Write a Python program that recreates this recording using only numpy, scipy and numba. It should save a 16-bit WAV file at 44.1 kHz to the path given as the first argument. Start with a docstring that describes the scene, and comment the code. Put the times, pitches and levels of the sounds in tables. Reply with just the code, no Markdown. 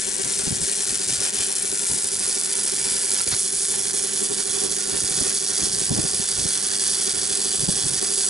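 """Stick welding on a steel drawbar in an open farm yard, heard from a metre away. From the start the
alternating-current arc re-strikes 100 times a second, frying while droplets burst; the transformer hums,
the fan whines, and all swell with about twelve current surges a second. From 2.4 to 4.5 s the microphone
moves behind the welder; on the way, near 3.3 s, the arc almost dies, then catches with knocks and a jet
of gas. Gusts thump hardest near 6 and 7.7 s. Throughout, a fast limiter ducks the sharpest pops."""
import sys
import numpy as np
from scipy import signal
from scipy.fft import rfft, irfft, next_fast_len
from scipy.io import wavfile
from scipy.ndimage import uniform_filter1d, minimum_filter1d, map_coordinates
from numba import njit

SR = 44100
rng = np.random.default_rng(int(sys.argv[2]) if len(sys.argv) > 2 else 0)


def file_out(sig):
    """Save sig as 16-bit WAV at sys.argv[1]."""
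    # one column per channel
    cols = np.atleast_2d(sig).T
    # limit, then scale
    lim = np.clip(cols, -1, 1)
    pcm = np.round(lim * 32767).astype(np.int16)
    wavfile.write(sys.argv[1], SR, pcm)


N = 365978
TIME = np.arange(N) / SR
MAINS_HZ = 50


def arc(load, throb, surge_db=1, lag_s=0.0093, fry_db=3, ring_gain_db=1):
    """Source and filter: one discharge crackles, rings the steelwork and drives a roar of hot gas."""
    # slow course of the arc: t/s, relative level/dB
    course = [(0.1, -23.5), (0.7, -22.5), (1.0, -22.5), (1.45, -24), (2.05, -23.5), (2.35, -24),
              (2.9, -23.5), (3.5, -23.5), (4.1, -23.5), (4.8, -24), (5.2, -21.5), (6.2, -23.5), (6.9, -23),
              (7.65, -22), (8.15, -20)]
    # moments of fiercer burning: t/s, length/s, rise/dB
    spurts = [(0.03, 0.025, 3), (0.12, 0.02, 2), (0.29, 0.04, 2), (1.25, 0.04, 1), (1.4, 0.05, 2.5),
              (1.91, 0.06, 2), (2.69, 0.025, 2.5), (2.87, 0.03, 1.5), (3.147, 0.006, 5), (4.24, 0.025, 2),
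              (4.61, 0.03, 2), (5.19, 0.03, 2), (5.27, 0.03, 2), (5.65, 0.03, 2), (5.79, 0.04, 2),
              (6.5, 0.03, 2), (6.88, 0.03, 4), (7.34, 0.04, 2), (7.55, 0.025, 1.5), (8.23, 0.05, 3)]
    # drive of the gas relative to the arc: t/s, level/dB
    gas_share = [(0, -19), (3.3, -19.5), (3.45, -23), (4.4, -21), (4.8, -21), (5.3, -21), (6.9, -20),
                 (8.3, -25.5)]
    # the arc sputters and its gas roars up: t/s, length/s, rise/dB
    sputters = [(1.25, 0.08, 4.5), (1.42, 0.074, 2.5), (3.177, 0.006, 3), (3.19, 0.029, 3),
                (3.208, 0.0056, 11.5), (3.316, 0.0065, 17), (3.333, 0.016, 2), (3.74, 0.0096, 13),
                (4.95, .04, 4)]
    # gains along the microphone's path: t/s, left minus right/dB, ring/dB, rasp/dB, treble/dB
    aspect = [(0, 3.5, -24, -7, -5), (1.4, 1.6, -6.5, -1.5, 0), (1.8, 2, -20, -5.5, 1),
              (2.2, -.5, -12.5, -2, 0), (3.6, -1.3, -5.5, -3.5, 2), (4.6, -3, 1, -3.5, 0.5),
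              (5.5, -2, -2.5, -1.5, -1), (6.8, -2, 3.5, -2, -0.5), (8.3, -2.5, -0.5, -4.5, -3.5)]
    pan_db, ring_db, rasp_db, treble_db = curves(aspect)
    level_db = curves(course)[0] + swells(spurts) + surge_db * np.interp(TIME - lag_s, TIME, throb)
    gas_db = curves(gas_share)[0] + 0.5 * walk(13) + swells(sputters)
    strength = undb(level_db) * load
    fry = discharge()
    spit = strength * (undb(fry_db) * fry + snaps()) + droplets()
    roar = gas_roar(fry) * strength * undb(gas_db)
    direct = crackle(spit, rasp_db, treble_db) + flare() + undb(ring_db + ring_gain_db) * steelwork(spit)
    bright = direct + reflections(direct)
    # the roar spreads in all directions, so more of it comes back from the yard
    scatter = yard(bright, t60=0.06, wet_db=-12) + yard(roar, t60=0.15, wet_db=1)
    return (bright + roar + scatter + knocks()) * undb(np.array([pan_db, -pan_db]) / 2)


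def discharge(strike_phase=0.62, sparks_per_s=1200, spread_db=4, sizzle_db=-0.5):
    """Amplitude modulation: sparks and sizzle peak once in every half cycle of the mains."""
    # a short arc re-strikes hard and buzzes, a long one hisses: t/s, modulation depth/dB
    buzz = [(0, 3.5), (0.55, 2.8), (1.3, 5.8), (1.9, 3.2), (3.05, 3.2), (3.18, 7.5), (3.33, 3.7),
            (4.0, 2.6), (4.8, 4.8), (5.6, 4.8), (6.25, 2.8), (6.7, 5.3), (7.1, 3.6), (7.6, 5), (8.3, 4.3)]
    swing = np.cos(2 * np.pi * (2 * MAINS_HZ * TIME - strike_phase))
    # the melt heaves slowly and boils in spurts of a few milliseconds
    heat = undb(curves(buzz)[0] * swing + 0.7 * walk(18) + 3.3 * walk(280))
    sizes = undb(spread_db * np.minimum(rng.standard_normal(N), 2.5)) * rng.choice([-1, 1], N)
    sparks = (rng.random(N) < sparks_per_s / SR) * sizes
    return unit(heat * (unit(sparks) + undb(sizzle_db) * rng.standard_normal(N)))


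def snaps(snaps_per_s=52):
    """Poisson process: small droplets click at random, at a rate that swings with each re-strike."""
    # spatter eases as the seam heats up: t/s, relative level/dB
    spatter = [(0, 28.3), (2.5, 29.3), (4, 28.4), (5.5, 27.5), (8.3, 26.8)]
    chance = snaps_per_s / SR * (1 + np.cos(2 * np.pi * (2 * MAINS_HZ * TIME - 0.5)) / 2)
    return (rng.random(N) < chance) * undb(curves(spatter)[0] + 2 * rng.standard_normal(N))


def droplets():
    """Impulse excitation: each big droplet bursts with one sharp pressure pulse."""
    # bursts: t/s, relative level/dB
    pops = [(0.146, 7), (0.3478, 8), (0.3763, 9), (0.4081, 9), (0.4473, 9), (0.6566, 9), (0.8477, 12),
            (1.3055, 10), (1.5542, 12), (1.7844, 10), (1.8778, 10), (1.9856, 10), (2.1457, 12), (2.2468, 9),
            (2.3038, 9), (2.3534, 12), (2.386, 12), (2.4126, 10), (2.4487, 10), (2.5318, 8), (2.7644, 9),
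            (2.902, 13), (3.0614, 9), (3.2143, 11), (3.2359, 9), (3.243, 9), (3.431, 9), (3.6964, 8),
            (3.7353, 11), (3.9855, 8), (4.4354, 8), (4.6023, 9), (4.9978, 10), (5.0093, 8), (5.3741, 10),
            (6.0146, 9), (6.238, 10), (6.3543, 12), (6.9689, 9), (6.9865, 9), (7.033, 10), (7.3444, 9),
            (7.7116, 9), (8.2304, 8)]
    pulses = np.zeros(N)
    for s, db in pops:
        pulses[int(s * SR)] += undb(db)
    return pulses


def crackle(spit, rasp_db, treble_db):
    """Directivity: short waves are beamed and shaded, so their share depends on the listening place."""
    # spectral envelope: f/Hz, gain/dB
    spectrum = [(100, -20), (600, -31), (1300, -23.5), (2700, -24.5), (3400, -10), (4300, -1), (5300, 1),
                (5900, 2), (6400, 2), (6900, 2.5), (8200, 2.5), (9500, 4), (10300, 4), (11200, 3.5)]
    sound = shape(spit, lambda hz: undb(over_hz(hz, spectrum)))
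    rasp = shape(sound, lambda hz: np.exp(-((hz - 5000) / 1800) ** 2))
    treble = shape(sound, lambda hz: hz ** 8 / (hz ** 8 + 8500. ** 8))
    brightness = undb(treble_db - 0.5 + 3 * walk(170))  # the treble flickers
    return sound + (undb(rasp_db) - 1) * rasp + (brightness - 1) * treble


def burning():
    """Amplitude envelope: the gain sinks for a moment whenever the arc falters."""
    # the arc nearly goes out: t/s, length/s, level change/dB
    falters = [(0.856, 0.02, -6), (0.99, 0.025, -3), (1.07, 0.01, -7), (1.18, 0.016, -6),
               (1.318, 0.017, -11), (2.01, 0.03, -4), (2.1, 0.02, -3), (3.25, 0.017, -11),
               (3.925, 0.012, -5), (4.283, 0.014, -7), (4.36, 0.017, -4), (4.445, 0.03, -4),
               (4.87, 0.022, -4), (5.031, 0.02, -5), (5.391, 0.012, -6), (5.461, 0.014, -7),
               (5.71, 0.02, -3), (5.91, 0.018, -4), (6.255, 0.025, -5), (6.79, 0.025, -4), (7.13, 0.02, -4),
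               (7.591, 0.018, -5), (7.674, 0.018, -5), (7.996, 0.012, -6)]
    return undb(swells(falters))


def surges(rate_hz=12.3, length_s=0.026, weak_swing=0.78, unrest=0.24):
    """Quasi-periodic modulation: metal crosses the arc unevenly. Gives cycle count and current swing."""
    # strong surges of current: t/s, extra swing
    peaks = [(0.079, 1.2), (0.201, 1.4), (0.393, .8), (0.692, .5), (0.808, .6), (1.014, .9), (1.093, 1),
             (1.221, .7), (1.341, .4), (1.498, .6), (1.735, 1), (1.828, .9), (2.137, .9), (2.217, 1.1),
             (2.293, 1.1), (2.377, 1), (2.583, .7), (2.739, .9), (2.862, .7), (3.138, .7), (3.275, 1.5),
             (3.711, .6), (3.95, 1), (4.231, 1), (4.315, .7), (4.388, .7), (4.642, .9), (4.879, .6),
             (5.193, .7), (5.274, .6), (5.595, .7), (5.734, .7), (6.727, .9), (6.808, 1.2), (7.081, 1.1),
             (7.162, .5), (7.455, .7), (7.537, 1), (8.028, 1.3), (8.185, .8)]
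    times = [0, *np.array(peaks)[:, 0], TIME[-1]]
    # a whole number of weak surges fits between two strong ones
    cycles_between = np.maximum(1, np.round(np.diff(times, prepend=0) * rate_hz))
    cycles = np.interp(TIME, times, np.cumsum(cycles_between))
    strong = sum(height * swell(s, length_s) for s, height in peaks)
    return cycles, weak_swing * np.cos(2 * np.pi * cycles) + strong - strong.mean() + unrest * walk(19)


def gas_roar(fry, grit_db=-2.5, gain_db=11.5):
    """Flow noise: hot gas keeps streaming between the strikes, roughened by the discharge."""
    # spectral envelope: f/Hz, gain/dB
    spectrum = [(100, -20), (450, -2), (700, -2), (950, -3.5), (1230, -7.5), (1450, 1.3), (1800, 1.5),
                (2100, -2.3), (2400, -1), (2800, -3), (4500, -4), (8000, -14)]
    gas = unit(rng.standard_normal(N) + undb(grit_db) * fry)
    return undb(gain_db) * shape(gas, lambda hz: undb(over_hz(hz, spectrum)))


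def steelwork(x, move_s=(2.4, 4.5)):
    """Modal resonance: plate and frame ring, each mode radiating differently sideways and behind."""
    # modes: f/Hz, bandwidth/Hz, level from the side/dB, level from behind/dB
    modes = [(1746, 160, -6, -10.5), (2320, 400, -6, -35), (3070, 81, 1, -11.5), (3424, 220, -5, -7),
             (4730, 210, -8, -9.5), (5490, 240, -11, -22), (7860, 500, -12, -17), (8700, 890, -9.5, -22)]
    side = shape(x, lambda hz: sum(undb(db) * resonance(hz, f, width) for f, width, db, _ in modes))
    behind = shape(x, lambda hz: sum(undb(db) * resonance(hz, f, width) for f, width, _, db in modes))
    moved = np.interp(TIME, move_s, [0, 1])
    return (1 - moved) * side + moved * behind


def flare(at_s=3.33, half_length_s=0.018, level_db=-25):
    """Jet noise: the electrode's coating spits one short burst of gas."""
    jet = shape(rng.standard_normal(N), lambda hz: resonance(hz, 1670, 750) / 2 + resonance(hz, 4300, 920))
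    return unit(jet) * undb(level_db) * np.exp(-((TIME - at_s) / half_length_s) ** 4)


def knocks():
    """Pressure transients: the arc catches again with low knocks after nearly going out."""
    # knocks: t/s, f/Hz, peak level/dB
    catches = [(3.268, 360, -24), (3.279, 450, -17), (3.283, 100, -32), (3.33, 260, -28), (3.341, 95, -30)]
    return thuds(catches, cycles=1.4)


def welding_set(load, cycles, throb, housing_db=-48, rush_db=-43.5, apart_db=-7, surge_db=3):
    """Tones over broadband noise: the core hums, the fan whines and rushes, all swelling with each surge."""
    # mains harmonics of the transformer: f/Hz, relative level/dB
    core_tones = [(150, -58), (200, -49), (300, -51.3), (400, -41.2), (500, -52.5)]
    # the fan's lower tones: f/Hz, relative level/dB
    fan_tones = [(375.1, -45.5), (422, -49)]
    # the fan's whine: f/Hz, relative level/dB
    fan_whine = [(750.3, -46), (1125.5, -53)]
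    # spectral envelope of the fan's rush: f/Hz, gain/dB
    spectrum = [(30, -14), (100, -24), (200, 1), (250, 0.5), (320, -5), (400, 8.5), (470, -6.5), (600, -7),
                (1000, -9.5), (2500, -41)]
    # nearness of the set: t/s, gain/dB, further gain of the whine/dB
    nearness = [(0, -1, -4.5), (3.6, -0.5, -6.5), (4.4, 4, -4), (5.3, 2.5, -2), (6.3, -0.5, -1.5),
                (7.2, 1.5, -4), (8.3, 3, -1.5)]
    near_db, whine_db = curves(nearness)
    hum = tones(core_tones) + tones(fan_tones) + tones(fan_whine) * undb(whine_db)
    # the housing's note wanders just under the strongest mains harmonic and beats against it
    housing = undb(housing_db) * np.sqrt(2) * np.sin(2 * np.pi * (8 * MAINS_HZ * TIME - cycles))
    rush = stereo_noise(spectrum, apart_db) * undb(rush_db - near_db / 2)  # carries further than the hum
    return (hum + housing + rush) * load * undb(near_db + surge_db * throb)


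def wind(gain_db=8, breeze_db=-56, wake_db=-15.5, wake_s=0.15, buffet_db=3, thump_db=-1.5):
    """Turbulent pressure: eddies buffet both microphone ports nearly alike; the hardest land as thumps."""
    # gusts, each inside a wake of weaker eddies: t/s, length/s, relative level/dB
    gusts = [(0.474, 0.012, -32.5), (0.52, 0.022, -35), (0.632, 0.031, -36.5), (1.12, 0.063, -44),
             (1.918, 0.039, -36.5), (3.325, 0.021, -40), (4.667, 0.033, -41), (4.953, 0.049, -43),
             (5.122, 0.027, -45), (5.212, 0.012, -30), (5.634, 0.026, -38.5), (5.747, 0.028, -41),
             (5.79, 0.052, -37), (5.921, 0.022, -27.5), (5.987, 0.037, -31.5), (6.038, 0.015, -34),
             (6.16, 0.026, -44), (6.2, 0.018, -39), (6.39, 0.023, -41), (6.45, 0.038, -35),
             (7.641, 0.021, -31.5), (7.693, 0.015, -28.5), (7.86, 0.03, -36.5), (7.927, 0.027, -46)]
    # spectral envelope of the eddies: f/Hz, gain/dB
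    spectrum = [(15, -29), (40, -13), (75, -5.5), (140, -2.5), (230, -6.5), (330, -6.5), (500, -10.5),
                (900, -21), (2500, -58)]
    # hard eddies: t/s, f/Hz, relative peak level/dB
    thumps = [(.438, 190, -25), (.481, 170, -19), (.51, 170, -23), (.529, 150, -16), (.62, 160, -26),
              (1.925, 160, -27), (5.114, 175, -26), (5.221, 230, -21), (5.227, 220, -19), (5.738, 140, -24),
              (5.909, 160, -17), (5.928, 170, -15), (5.976, 225, -20), (5.994, 185, -20), (6.039, 150, -23),
              (6.052, 160, -20), (6.201, 165, -25), (6.441, 135, -23), (6.457, 210, -22), (7.636, 165, -16),
              (7.687, 215, -19), (7.697, 175, -17), (7.867, 145, -21)]
    gust_power = sum((undb(db) * swell(s, length)) ** 2 + (undb(db + wake_db) * swell(s, wake_s)) ** 2
                     for s, length, db in gusts)
    breeze_power = undb(breeze_db + 4 * walk(8.5)) ** 2
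    eddies = unit(stereo_noise(spectrum, apart_db=-18) * undb(buffet_db * walk(21)))
    rumble = eddies * np.sqrt(gust_power + breeze_power) * undb(gain_db)
    return rumble + undb(thump_db) * thuds(thumps, cycles=1.14)


def reflections(x):
    """Comb filtering: echoes off plate, mask and frame interfere, shifting as the microphone moves."""
    # echoes: delay/ms, signed share from the side, in passing, from behind, settled behind
    echoes = [(.206, -.03, .03, .05, .1), (.38, .13, .12, .06, .09), (.566, .05, -.04, .01, -.09),
              (.722, .06, .05, .09, .06), (.884, .03, .12, .16, .13), (1.352, 0, .03, .06, .08),
              (1.49, .09, .15, .16, .14), (1.664, .03, .02, .06, .03), (2.222, 0, -.03, -.08, -.06),
              (2.33, 0, .04, .04, .06), (2.81, -.01, -.04, -.04, -.06)]
    # moves between those four places: start t/s, end t/s
    moves = [(1.8, 2.2), (3.2, 3.7), (6, 6.5)]
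    # the paths lengthen: t/s, factor on the delays
    path_stretch = [(.4, .96), (2.6, .99), (4, .998), (7.8, 1.008)]
    stretch = curves(path_stretch)[0]
    reflected = np.zeros(N)
    for ms, *shares in echoes:
        share = np.interp(TIME, np.ravel(moves), np.repeat(shares, 2)[1:-1])
        reflected += share * map_coordinates(x, [np.arange(N) - stretch * ms * SR / 1000], order=3)
    return reflected


def yard(x, t60, wet_db):
    """Diffuse scattering: tractor and ground return short tails, different at each moving port."""
    t = TIME[:SR // 3]
    tails = rng.standard_normal((4, len(t))) * np.exp(-np.log(1000) * t / t60)
    tails /= np.sqrt(np.sum(tails ** 2, axis=1, keepdims=True))
    paths = signal.fftconvolve(x[None], tails, axes=1)[:, :N]
    turn = 2 * walk(1.5)
    return undb(wet_db) * (np.cos(turn) * paths[:2] + np.sin(turn) * paths[2:])


def thuds(table, cycles):
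    """Wave packets of random phase, their width set in cycles, from rows of t/s, f/Hz, level/dB."""
    out = np.zeros(N)
    for (s, hz, db), phase in zip(table, rng.random(len(table))):
        near = np.abs(TIME - s) < 0.05
        turns = (TIME[near] - s) * hz
        out[near] += undb(db) * np.sin(2 * np.pi * (turns + phase)) / np.cosh(np.pi * turns / cycles)
    return out


def tones(table):
    """Additive synthesis: steady sines from rows of f/Hz, rms level/dB."""
    return sum(undb(db) * np.sqrt(2) * np.sin(2 * np.pi * hz * TIME) for hz, db in table)


def stereo_noise(spectrum, apart_db):
    """Partial coherence: common noise plus some for each port alone, coloured, at rms 1."""
    noise = rng.standard_normal(N) + undb(apart_db) * rng.standard_normal((2, N))
    return unit(shape(noise, lambda hz: undb(over_hz(hz, spectrum))))


def resonance(hz, centre_hz, width):
    """Response of a damped resonator, gain 1 at its centre."""
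    return 1j * hz * width / (centre_hz ** 2 - hz ** 2 + 1j * hz * width)


def shape(x, response):
    """Linear filtering: multiply the spectrum by a frequency response."""
    size = next_fast_len(N + SR // 2)
    return irfft(rfft(x, size) * response(np.arange(size // 2 + 1) * SR / size), size)[..., :N]


def walk(rate):
    """Low-pass noise of rms 1 that changes about rate times a second."""
    return unit(shape(rng.standard_normal(N), lambda hz: np.exp(-(hz / rate) ** 2)))


def swell(s, length):
    """Gaussian pulse of height 1 around a moment."""
    return np.exp(-2 * ((TIME - s) / length) ** 2)


def swells(table):
    """Sum of Gaussian pulses from rows of t/s, length/s, height."""
    return sum(height * swell(s, length) for s, length, height in table)


def curves(table):
    """Linear interpolation of each column in time."""
    s, *columns = np.transpose(table)
    return [np.interp(TIME, s, c) for c in columns]


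def over_hz(hz, table, column=1):
    """Interpolation of one column on a log-frequency axis."""
    table = np.array(table)
    return np.interp(np.log(hz + 1), np.log(table[:, 0]), table[:, column])


def undb(db):
    """Level to amplitude ratio."""
    return 10 ** (np.asarray(db) / 20)


def unit(x):
    """Normalisation to rms 1."""
    return x / np.sqrt(np.mean(x ** 2))


def scene():
    """Superposition of arc, welding set and wind; one current modulates both crackle and hum."""
    load = burning()
    cycles, throb = surges()
    return arc(load, throb) + welding_set(load, cycles, throb) + wind()


@njit
def peak_follower(x, fall):
    """Envelope detection: jump to each peak, then decay exponentially."""
    out, held = np.empty(len(x)), 0.
    for i in range(len(x)):
        held = max(x[i], held * fall)
        out[i] = held
    return out


def limiter(x, threshold_db=-9.5, release_s=0.0029, squeeze=0.61, ahead_s=0.0017):
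    """Look-ahead compression: the gain falls just before each peak and recovers quickly."""
    peaks = peak_follower(np.abs(x).max(axis=0), np.exp(-1 / (release_s * SR)))
    gain = np.minimum(1, undb(threshold_db) / (peaks + 1e-9)) ** squeeze
    half = int(ahead_s * SR / 2)
    gain = np.roll(minimum_filter1d(gain, 2 * half + SR // 1000), -half)
    return x * uniform_filter1d(gain, size=24)


def record(dry, top_hz=11040):
    """Phase and level differences between the two ports, then the limiter and a steep low-pass."""
    # microphone ports: f/Hz, phase lead of the left/rad, left minus right/dB
    ports = [(20, -.4, 0), (60, -.7, -.4), (200, -1.3, 0), (380, -1.9, -1.2), (750, -2.35, -3),
             (1100, -2.4, -10), (1700, -1.1, -1.5), (3400, -.9, .3), (6300, -.5, -.6), (11000, -.1, 0)]
    sides = np.array([[0.5], [-0.5]])

    def port_response(hz):
        phase = sides * over_hz(hz, ports, column=1)
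        gain = undb(sides * over_hz(hz, ports, column=2))
        return np.exp(1j * phase) * gain * (hz < top_hz + 300)
    limited = limiter(shape(dry, port_response))
    return shape(limited, lambda hz: 1 / np.sqrt(1 + np.minimum(hz / top_hz, 2) ** 600))


dry = scene()
out = record(dry)
file_out(out)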